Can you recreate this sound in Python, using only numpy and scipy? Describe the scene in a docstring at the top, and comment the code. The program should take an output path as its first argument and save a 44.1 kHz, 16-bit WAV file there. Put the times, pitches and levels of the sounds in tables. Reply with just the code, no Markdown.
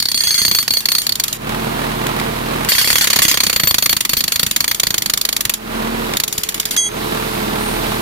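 """An open yard in stereo: a handheld hydraulic breaker fed by hoses from an idling diesel loader.
Runs of piston blows open the scene: each cracks, clanks, thuds, rattles the tool and rings the steel chisel.
From 1.4 s the loader (engine tones, pulsing noise, fan, oil hiss) fills a pause; runs resume at 2.7 s until 5.5 s.
Two more runs start at 6.2 s; the chisel then rings free from 6.77 s, and a faint hiss passes at 7.55 s over the idle.
The microphones are carried toward the loader, and gain control lifts it in every pause."""
import sys
import numpy as np
from scipy import signal
from scipy.fft import rfft, irfft
from scipy.io import wavfile
from scipy.ndimage import uniform_filter1d, minimum_filter1d

SR = 44100
rng = np.random.default_rng(int(sys.argv[2]) if len(sys.argv) > 2 else 0)


def pcm_store(signal):
    """Save signal as 16-bit PCM."""
    levels = np.round(np.clip(np.atleast_2d(signal), -1, 1) * 32767)
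    wavfile.write(sys.argv[1], SR, levels.astype(np.int16).T)


N = 353241
SIZE = 4096  # samples in one short sound
AGE = np.arange(SIZE) / SR  # seconds since a short sound began
TIME = np.arange(N) / SR


def amp(db):
    """Decibels to amplitude gain."""
    return 10 ** (np.asarray(db) / 20)


def unit(x):
    """Scales to rms 1."""
    return x / np.sqrt(np.mean(x ** 2) + 1e-20)


def read(points, hz, axis=1):
    """One column of a table, interpolated over log frequency."""
    table = np.transpose(points)
    return np.interp(np.log(hz + 1), np.log(table[0] + 1), table[axis])


def follow(rows, at=TIME):
    """Every column of a curve at the given places, by default at each sample."""
    places, *columns = np.transpose(rows)
    return [np.interp(at, places, column) for column in columns]


def add(mix, start_s, sound):
    """Mixes a stereo sound in at its start time, cut at the end of the scene."""
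    part = mix[:, max(round(start_s * SR), 0):][:, :sound.shape[1]]
    part += sound[:, :part.shape[1]]


def colour(x, points):
    """Gives noise a spectrum, at rms 1."""
    size = x.shape[-1]
    gain = amp(read(points, np.fft.rfftfreq(size, 1 / SR)))
    return unit(irfft(rfft(x) * gain, size))


def pan(db):
    """Left and right gains of constant power from the left minus right level."""
    sides = amp(np.array([db, -db]) / 2)
    return sides / np.sqrt((amp(db) + amp(-db)) / 2)


def drift(rate):
    """Slow random wavering of rms 1, with a new random target rate times a second."""
    knots = rng.standard_normal(int(N / SR * 200))
    return unit(np.interp(TIME * rate, np.arange(len(knots)), knots))


def burst_noise(shared=0.39, lag_s=.00055):
    """A short stereo noise whose shared direct part reaches the right microphone first."""
    direct, *scattered = rng.standard_normal((3, SIZE))
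    share = np.clip(shared, 0, 1)
    arrivals = np.array([np.roll(direct, round(lag_s * SR)), direct])
    return np.sqrt(share) * arrivals + np.sqrt(1 - share) * np.array(scattered)


def strike(length, rise=0.0033, steep=2.03):
    """A blow swells quickly, holds for its length and falls away in nearby reflections."""
    return np.clip(AGE / rise, 0, 1) / np.sqrt(1 + (AGE / length) ** (2 * steep))


def yard(x, low_t60=0.41, high_t60=0.36, delay=0.022):
    """Thin scatter from walls and scrap: decaying noise that sets in after the delay; the treble dies first."""
    hz, t, grain = signal.stft(rng.standard_normal((2, SR // 2)), SR, nperseg=256)
    t60 = read([(1000, low_t60), (14000, high_t60)], hz)[:, None]
    fading = grain * amp(-60 * t / t60) * np.clip(t / delay - 1, 0, 1)
    tail = signal.istft(fading, SR, nperseg=256)[1]
    return signal.fftconvolve(x, tail / np.linalg.norm(tail[0]), axes=1)[:, :N]


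# The loader as the microphones are carried toward it, before the trims and wavering below:
# (time [s], engine [dB], exhaust drone [dB], fan hum [dB], fan whine [dB], oil hiss [dB])
LOADER_LEVELS = [(0, -48, -54, -56, -60, -49), (1.4, -33.5, -44.5, -43.5, -49, -46.5),
                 (2.55, -33.5, -47, -45, -45.5, -45.5), (4.0, -39, -53, -51.5, -66, -48),
                 (5.35, -35.5, -52, -47, -48, -44.5), (5.9, -34, -54, -38.5, -47, -46.5),
                 (6.4, -35.5, -52, -50.5, -41, -44.5), (8.0, -33.5, -48, -44, -43.5, -42)]
# The diesel sags and hunts under hydraulic load, jitter aside: (time [s], firing rate [1/s])
FIRING_RATE = [(1.45, 39.4), (1.66, 40.7), (1.95, 40.3), (2.35, 40.3), (2.58, 41.3), (3.0, 39.6),
               (5.6, 39.0), (5.78, 40.7), (6.0, 41.2), (6.3, 38.1), (6.55, 39.6), (6.9, 38.0), (7.24, 39.9),
               (7.5, 38.2), (7.85, 39.1)]
# Engine tones: (multiple of the firing rate, level against the engine [dB])
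ENGINE_ORDERS = [(1, -14), (2, -22.5), (5, -23), (6.5, -19), (7.5, -22.5), (8, -17.5), (9, -15), (13, -25),
                 (17, -23), (19.5, -19.5), (23, -16), (26.5, -19), (29.5, -22)]
# Exhaust tones: (multiple of the firing rate, level against the drone [dB])
EXHAUST_ORDERS = [(3, -1.5), (3.501, -11), (3.73, -4), (4, -8.5)]
# Spectrum of the block and fan: (frequency [Hz], relative level [dB per Hz])
ROAR_SPECTRUM = [(20, -19), (60, -19), (110, -6.5), (190, -1.5), (320, 0), (560, -1.5), (950, 0),
                 (1500, -5), (2600, -8.5), (3900, -14), (5500, -22), (16000, -25)]
# Spectrum of the oil in the valves: (frequency [Hz], relative level [dB per Hz])
HISS_SPECTRUM = [(1000, -21), (3800, 8), (6000, -1.5), (7600, -3.5), (9300, 1), (11000, -2.5), (12800, 5.5),
                 (16000, -12)]
# The loader at the two microphones:
# (frequency [Hz], left-right likeness [0-1], lead of the left [rad], left minus right [dB])
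LOADER_STEREO = [(40, 0.92, 0.26, -0.5), (125, 0.86, 0.44, 0), (298, 1, -1.35, 1), (670, 0.86, -2.5, -8.5),
                 (1320, 0.58, -2, -2), (2360, 0.27, -2.5, -7), (4250, 0.12, -5.5, -3),
                 (15000, 0.074, -5, 0.5)]
FAN_RATIO = 5.56  # blades passing per firing


def loader(knock=0.43, knock_width=0.22, waver_db=1.33, jitter=.003, roar_db=-1.0, regular=0.27):
    """Diesel orders, exhaust drone, a roar pulsing with each firing, the cooling fan and oil hissing in the valves."""
    engine_db, drone_db, hum_db, whine_db, hiss_db = follow(LOADER_LEVELS)
    rate = follow(FIRING_RATE)[0] * (1 + jitter * drift(14))
    firings = np.cumsum(rate) / SR

    def tone(order):
        phase = 2 * np.pi * (order * firings + rng.random()) + 0.18 * drift(12)
        return np.sqrt(2) * np.sin(phase) * amp(waver_db * drift(9))

    tones = amp(engine_db) * sum(amp(db) * tone(order) for order, db in ENGINE_ORDERS)
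    tones += amp(drone_db) * sum(amp(db) * tone(order) for order, db in EXHAUST_ORDERS)
    # blade passing and its octave
    tones += amp(hum_db) * tone(FAN_RATIO) + amp(whine_db) * tone(2 * FAN_RATIO)

    pulse = unit(1 + knock * (2 + drift(40)) * np.exp(-(firings % 1) / knock_width))
    # valves and gears clatter alike on every turn of the crank (two firings); the rest is turbulence
    one_turn = rng.standard_normal((2, 2200))
    clatter = one_turn[:, (firings / 2 % 1 * one_turn.shape[1]).astype(int)]
    share = np.clip(regular, 0, 1)
    drive = np.sqrt(share) * clatter + np.sqrt(1 - share) * rng.standard_normal((2, N))
    roar = amp(engine_db + roar_db + 0.73 * drift(16)) * colour(drive * pulse, ROAR_SPECTRUM)
    hiss = amp(hiss_db + 0.66 * drift(8)) * colour(rng.standard_normal((2, N)), HISS_SPECTRUM)

    # the two microphones hear the low roar alike but out of step, and the hiss apart
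    hz = np.fft.rfftfreq(N, 1 / SR)
    direct, diffuse = rfft(roar + hiss)
    tone_spectrum = rfft(tones)
    like = np.clip(read(LOADER_STEREO, hz), 0, 1)
    left = direct + tone_spectrum
    right = like * direct + np.sqrt(1 - like ** 2) * diffuse + tone_spectrum
    right = right * np.exp(-1j * read(LOADER_STEREO, hz, axis=2))
    return irfft(np.array([left, right]) * pan(read(LOADER_STEREO, hz, axis=3)), N)


def hiss_puff(start=7.55, stop=7.8, db=-46.0):
    """A brief, faint high hiss: band-shaped noise under a half-sine swell."""
    swell = np.sin(np.pi * np.clip((TIME - start) / (stop - start), 0, 1))
    spectrum = [(7000, -35), (8700, -1), (9400, 0), (10800, -22), (13000, -35)]  # (Hz, dB per Hz)
    return amp(db) * swell * colour(rng.standard_normal((2, N)), spectrum)


# Spectrum of a light click: (frequency [Hz], relative level [dB per Hz])
TICK_SPECTRUM = [(300, -25), (2000, 3.5), (3500, 1), (5000, -5), (12000, -9), (16000, -12)]
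# Light clicks of valve and couplings: (time [s], level [dB])
TICK_TIMES = [(1.492, -31), (2.067, -27), (2.198, -29), (2.647, -26), (4.533, -28), (6.136, -26),
              (6.357, -34), (6.413, -27), (6.468, -32), (6.522, -27), (6.578, -27), (6.630, -24),
              (6.688, -29), (6.742, -27)]


def ticks():
    """Short metallic clicks between the blows: bursts of bright noise."""
    out = np.zeros((2, N))
    for s, db in TICK_TIMES:
        add(out, s, amp(db) * colour(burst_noise(), TICK_SPECTRUM) * strike(0.003, rise=.001))
    return out


# The piston cycles in runs; levels are the run's base, before stalling, chance and trims. One row a run:
# (first blow [s], last blow [s], blows [count], slowing [0 steady, negative quickens], crack [dB],
#  crack length [s], rattle [dB], chisel ring [dB], cut in rattle and ring when every second blow
#  finds the chisel pressed down [dB, negative boosts])
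BLOW_RUNS = [(-.007, 0.115, 5, 0, -11, 0.0033, -26.5, -30, -1.5),
             (0.143, 0.235, 4, 0.0022, -11, 0.0031, -19, -21.5, 1),
             (.27, .415, 5, 0.023, -11, 0.0028, -19, -20, -1.5),
             (.449, 0.626, 6, 0.19, -5, .0035, -23, -21.5, 1.5),
             (.678, .804, 5, 0.17, -8.5, .0032, -28, -21, 0),
             (.855, 1.016, 6, 0.064, -6.5, 0.0033, -28, -23, 0.5),
             (1.066, 1.154, 4, .2, -8, .0033, -32.5, -45, -3),
             (1.197, 1.326, 4, 0.13, -5.5, 0.0041, -26, -43, 2),
             (2.686, 2.873, 7, -.03, -5, .0031, -10.5, -24, 2),
             (2.901, 3.009, 5, 0.014, -3, .0033, -13, -26, 2),
             (3.04, 3.187, 6, -0.024, -6, 0.0073, -19, -33, 3),
             (3.218, 3.312, 4, 0.039, -4, 0.0043, -9, -24.5, 6),
             (3.34, 3.527, 7, 0, -5.5, 0.0052, -21.5, -32, 1),
             (3.56, 3.633, 3, .02, -5.5, .0053, -27, -29, 2),
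             (3.671, 3.708, 2, 0, -3.5, .004, -17, -19, 16), (3.742, 3.782, 2, 0, -5, .0046, -26, -39, 0),
             (3.823, 3.927, 4, -0.02, -3.5, 0.0041, -24, -22, 16),
             (3.965, 4.049, 3, 0.077, -5.5, 0.005, -31, -52, -2),
             (4.092, 4.167, 3, -0.13, -9, 0.0052, -18, -26, 14),
             (4.205, 4.278, 3, .18, -6, 0.0043, -29, -44, 2),
             (4.319, 4.463, 5, -.07, -6, 0.0047, -25, -29, 10),
             (4.51, 4.561, 2, 0, -3, 0.0044, -22, -50, -2),
             (4.604, 4.745, 5, -0.081, -7.5, 0.004, -26, -28.5, 11),
             (4.797, 4.979, 6, 0.054, -6.5, 0.0041, -32, -41, -1),
             (5.02, 5.364, 10, -0.007, -6, 0.0038, -33.5, -50, -2),
             (5.406, 5.537, 4, -0.027, -5.5, 0.0045, -26, -52, 1),
             (6.168, 6.325, 5, 0.29, -5, 0.0042, -41, -52, 2),
             (6.378, 6.763, 8, 0.0071, -5.5, 0.0044, -23, -50, 0)]


def rhythm():
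    """One row a blow; in a slowing run the gaps widen as the oil pressure sinks."""
    rows = []
    for first, last, count, slowing, crack, length, rattle, ringing, pressed_db in BLOW_RUNS:
        for k, u in enumerate(np.linspace(0, 1, round(count))):
            s = first + (last - first) * (u - slowing * u * (1 - u))
            cut_db = pressed_db * (k % 2)
            rows.append((s, crack, length, rattle - cut_db, ringing - cut_db))
    return np.array(rows)


# Short of oil the piston stalls: a blow before a long wait is weak and dull, the tool loose in its socket.
STALL_FROM_S, STALL_OVER_S = 0.04076, 0.009  # wait where stalling begins, and further wait to a full stall
PAUSE_S = .1  # a wait this long is a pause: no refill or reseating follows
STALL_CRACK_DB, STALL_LOW_MID_DB, STALL_CLANK_DB, STALL_RING_DB = -3.5, -5, -30, -17.5  # changes
LOOSE_RATTLE_DB = -24  # rattle of a full stall, before chance and trim
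REFILL_DB = 2  # the blow after a stall has fresh pressure behind it
RESEAT_DB = -11  # and finds the chisel seated: less ring and rattle
# How the tool bears on the ground, before stalling, chance and trims:
# (time [s], low-mid colour [dB], clank of the housing [dB], thud [dB])
GROUND_FOOTING = [(0, -5.5, -8.5, -36), (.5, 3, -7, -28), (.95, -3, -6.5, -45), (1.25, -4.5, -12.5, -36),
                  (2.7, 8, -11, -28.5), (3.05, 1.5, -17, -28), (3.65, 3, -12, -23), (4.05, -1, -14, -26.5),
                  (5.3, -2, -15.5, -33), (6.3, -1, -15, -34), (6.7, -1.5, -17, -35)]
# Leaning on the chisel shifts its ring between the mode families:
# (time [s], bending against lengthwise [dB], shrill against lengthwise [dB])
CHISEL_LEAN = [(0, -24, -11), (.17, -3, -13), (.38, -2, -10), (.5, -10, -3), (1, -11, -7), (2.7, -6, 1),
               (2.95, 3, 0), (3.35, 4, -4), (3.6, -13.5, 5), (4.6, -3, 2)]
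# Chance from blow to blow, standard deviations:
# (crack [dB], low-mid colour [dB], clank [dB], thud [dB], rattle [dB], ring [dB])
BLOW_SCATTER = (1.5, 2, 1.95, 3.8, 2.5, 1.5)


def blows():
    """Each blow's wait for the next and the strength of its parts, from rhythm, stalling, footing, lean and chance."""
    s, crack, length, rattle, ringing = rhythm().T
    gap = np.diff(s, append=N / SR)
    stall = np.clip((gap - STALL_FROM_S) / STALL_OVER_S, 0, 1)
    fresh = np.roll(stall * (gap < PAUSE_S), 1) * (1 - stall)
    seated_db = RESEAT_DB * fresh
    low_mid, clank, thud = follow(GROUND_FOOTING, s)
    bending, shrill = follow(CHISEL_LEAN, s)
    levels = np.array([
        crack + REFILL_DB * fresh + STALL_CRACK_DB * stall,
        low_mid + STALL_LOW_MID_DB * stall,
        clank + STALL_CLANK_DB * stall,
        thud,
        rattle + (LOOSE_RATTLE_DB - rattle) * stall + seated_db,
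        ringing + STALL_RING_DB * stall + seated_db])
    chance = (rng.standard_normal(levels.T.shape) * BLOW_SCATTER).T
    crack, low_mid, clank, thud, rattle, ringing = levels + chance
    return zip(s, gap, crack, length, low_mid, clank, thud, rattle, ringing, ringing + bending, ringing + shrill)


def damped(t, hold, fade=0.002):
    """1 while the steel is free, 0 once it is pressed again."""
    return np.clip((hold - t) / fade + .5, 0, 1)


def jangle(x, depth_db, width_hz):
    """Loose steel seats differently on every blow: a random set of short resonances, at rms 1."""
    place = np.fft.rfftfreq(SIZE, 1 / SR) / max(width_hz, 20)
    peaks = np.interp(place, np.arange(SIZE), rng.standard_normal(SIZE))
    return unit(irfft(rfft(x) * amp(depth_db * np.minimum(peaks, 2)), SIZE))


def ring(modes, hold, rough, scatter_db, detune=0.0011, rise=0.0074, fade=0.017, chatter_hz=166.0):
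    """Chisel modes, struck a little differently each time, roughened by socket chatter, damped after the hold."""
    hz, db, t60 = np.transpose(modes)[:, :, None]
    t = np.arange(int((hold + fade) * SR)) / SR
    size, shift, side = rng.standard_normal((3, len(modes), 1))
    # complex chatter shakes each mode in level and phase
    knots = rng.standard_normal((len(modes), 128, 2)) @ np.array([1, 1j]) / np.sqrt(2)
    chatter = np.array([np.interp(t * chatter_hz, np.arange(len(row)), row) for row in knots])
    roughened = (1 + rough * chatter) / np.sqrt(1 + rough ** 2)
    height = amp(db + scatter_db * size)
    partials = height / np.linalg.norm(height) * amp(-60 * t / t60) * roughened
    cycles = rng.random((len(modes), 1)) + hz * t * (1 + detune * shift)
    waves = partials * np.exp(2j * np.pi * cycles)
    # each mode reaches the right microphone at its own phase
    ears = np.array([waves.sum(0).real, (waves * np.exp(1.4j * side)).sum(0).real])
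    return np.sqrt(2) * ears * np.clip(t / rise, 0, 1) * damped(t, hold, fade)


# Spectra of the blow's crack, housing clank, ground thud and loose rattle:
# (frequency [Hz], relative level [dB per Hz])
CRACK_SPECTRUM = [(180, -37), (300, -11), (787, -11.5), (1120, -3), (1530, -9), (2210, -2.5), (2440, -5),
                  (3290, -2), (3640, -2), (4370, -6), (5520, -8), (6850, -2), (7570, -9.5), (13500, -5),
                  (16000, -14.5)]
CLANK_SPECTRUM = [(3000, -27.5), (3950, -15.5), (4440, 1), (4900, -10), (6000, -33.5)]
THUD_SPECTRUM = [(20, -7), (55, 3), (130, 3.5), (330, -0.5), (520, -15), (1100, -35), (4000, -70)]
RATTLE_SPECTRUM = [(180, -37), (300, -15), (645, -15), (2070, -4), (2930, -2), (3400, -1), (4020, -9),
                   (4590, 2), (5610, -7), (6520, -4), (7440, -7), (13800, -3.5), (16000, -29)]
# The chisel's three families of modes: (nominal frequency [Hz], relative level [dB], t60 [s])
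LENGTHWISE_MODES = [(3335, -11, .15), (4345, -9, .2), (4440, 0, .8), (4540, -12, .2), (4720, -12, .2),
                    (4925, -14, .2), (8745, -15, .4), (9141, -7, .4), (10998, -17, .3)]
BENDING_MODES = [(2048, -16, .6), (3318, -7.5, .5), (4710, -25, .8), (4891, -14, .15), (6341, -1.5, .4),
                 (6720, -15, .45), (7681, -21, .35), (8134, -15, .3), (8736, -10, .7), (9555, -21, .7),
                 (10050, -18, .5), (14595, -31, .6)]
SHRILL_MODES = [(12462, -11, .3), (13385, -6, .35), (13571, -12, .25), (13805, 0, .45)]
# The harder the tool rattles, the more erratically its modes are struck:
# (rattle before trim [dB], roughness [0-1], scatter between modes [dB])
ERRATIC_STRIKES = [(-20, .45, 2), (-10, .85, 5.5)]
# The chisel lifted clear: (start [s], stop [s], level [dB])
LIFTED_RING = (6.770, 6.886, -8.5)
# The breaker at the two microphones: (frequency [Hz], left minus right [dB])
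BREAKER_STEREO = [(200, 1.5), (700, 2), (1500, -1.5), (2800, -5), (4400, -1), (9000, -2.5), (13500, 5)]


def breaker(repeat=0.39, crack_db=-0.14, clank_db=3.5, thud_db=-2.5, rattle_db=-0.5, ring_db=4.5,
            rattle_s=0.036, thud_s=0.012, longest=0.048):
    """Piston blows as shaped noise plus chisel modes, damped by the next blow or after the longest hold [s]."""
    out, casing = np.zeros((2, N)), burst_noise()
    same = np.clip(repeat, 0, 1)
    for s, gap, crack, length, low_mid, clank, thud, rattle, lengthwise, bending, shrill in blows():
        hold = np.clip(gap, .01, longest)
        # the casing answers each blow partly alike; the crushed ground never does
        contact = np.sqrt(same) * casing + np.sqrt(1 - same) * burst_noise()
        contact = colour(colour(contact, CRACK_SPECTRUM), [(2300, low_mid), (3600, 0)])
        contact = jangle(contact, depth_db=1.5, width_hz=300)
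        blow = amp(crack + crack_db) * contact
        blow += amp(clank + clank_db) * colour(burst_noise(), CLANK_SPECTRUM)
        add(out, s, blow * strike(max(length, .001)))

        ground = colour(burst_noise(shared=0.95, lag_s=0.00064), THUD_SPECTRUM)
        add(out, s, amp(thud + thud_db) * ground * strike(thud_s, rise=0.0021))

        # the tool is loose in its socket until it is pressed again
        looseness = np.clip(AGE / 0.0064, 0, 1) * np.exp(-AGE / rattle_s) * damped(AGE, hold, fade=0.0041)
        clatter = jangle(colour(burst_noise(), RATTLE_SPECTRUM), depth_db=5.2, width_hz=120)
        add(out, s, amp(rattle + rattle_db) * clatter * looseness)

        rough, scatter = follow(ERRATIC_STRIKES, rattle)
        families = ((LENGTHWISE_MODES, lengthwise), (BENDING_MODES, bending), (SHRILL_MODES, shrill))
        for modes, db in families:
            add(out, s, amp(db + ring_db) * ring(modes, hold, rough, scatter))

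    start, stop, db = LIFTED_RING
    free = ring(BENDING_MODES, stop - start, rough=0.25, scatter_db=0.8, detune=.0002, rise=0.0078, fade=.018)
    add(out, start, amp(db) * free)
    return irfft(rfft(out) * pan(read(BREAKER_STEREO, np.fft.rfftfreq(N, 1 / SR))), N)


def scene():
    """The breaker, its clicks and their echo in the yard, over the running loader and the hiss."""
    tool = breaker() + ticks()
    return tool + amp(-28.0) * yard(tool) + loader() + hiss_puff()


def record(dry, lift_db=13.5, threshold_db=-26.0, recover_db_per_s=78.0, ceiling=0.88):
    """Gain control drops at once on a blow and climbs back in the pauses; peaks are rounded; then a low-pass."""
    power = abs(uniform_filter1d((dry ** 2).mean(0), size=130))
    power_db = 10 * np.log10(power + 1e-12)
    # a held peak level that falls at the recovery rate
    fall = TIME * recover_db_per_s
    held_db = np.maximum.accumulate(power_db + fall) - fall
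    over_db = held_db - threshold_db
    gain_db = minimum_filter1d(lift_db - np.clip(over_db, 0, lift_db), size=130)
    lifted = dry * amp(gain_db)
    rounded = lifted / (1 + (lifted / ceiling) ** 6) ** (1 / 6)
    low_pass = signal.firwin(255, 15900, window=("kaiser", 8), fs=SR)  # cutoff in Hz
    return signal.oaconvolve(rounded, low_pass[None], "same")


dry = scene()
out = record(dry)
pcm_store(out)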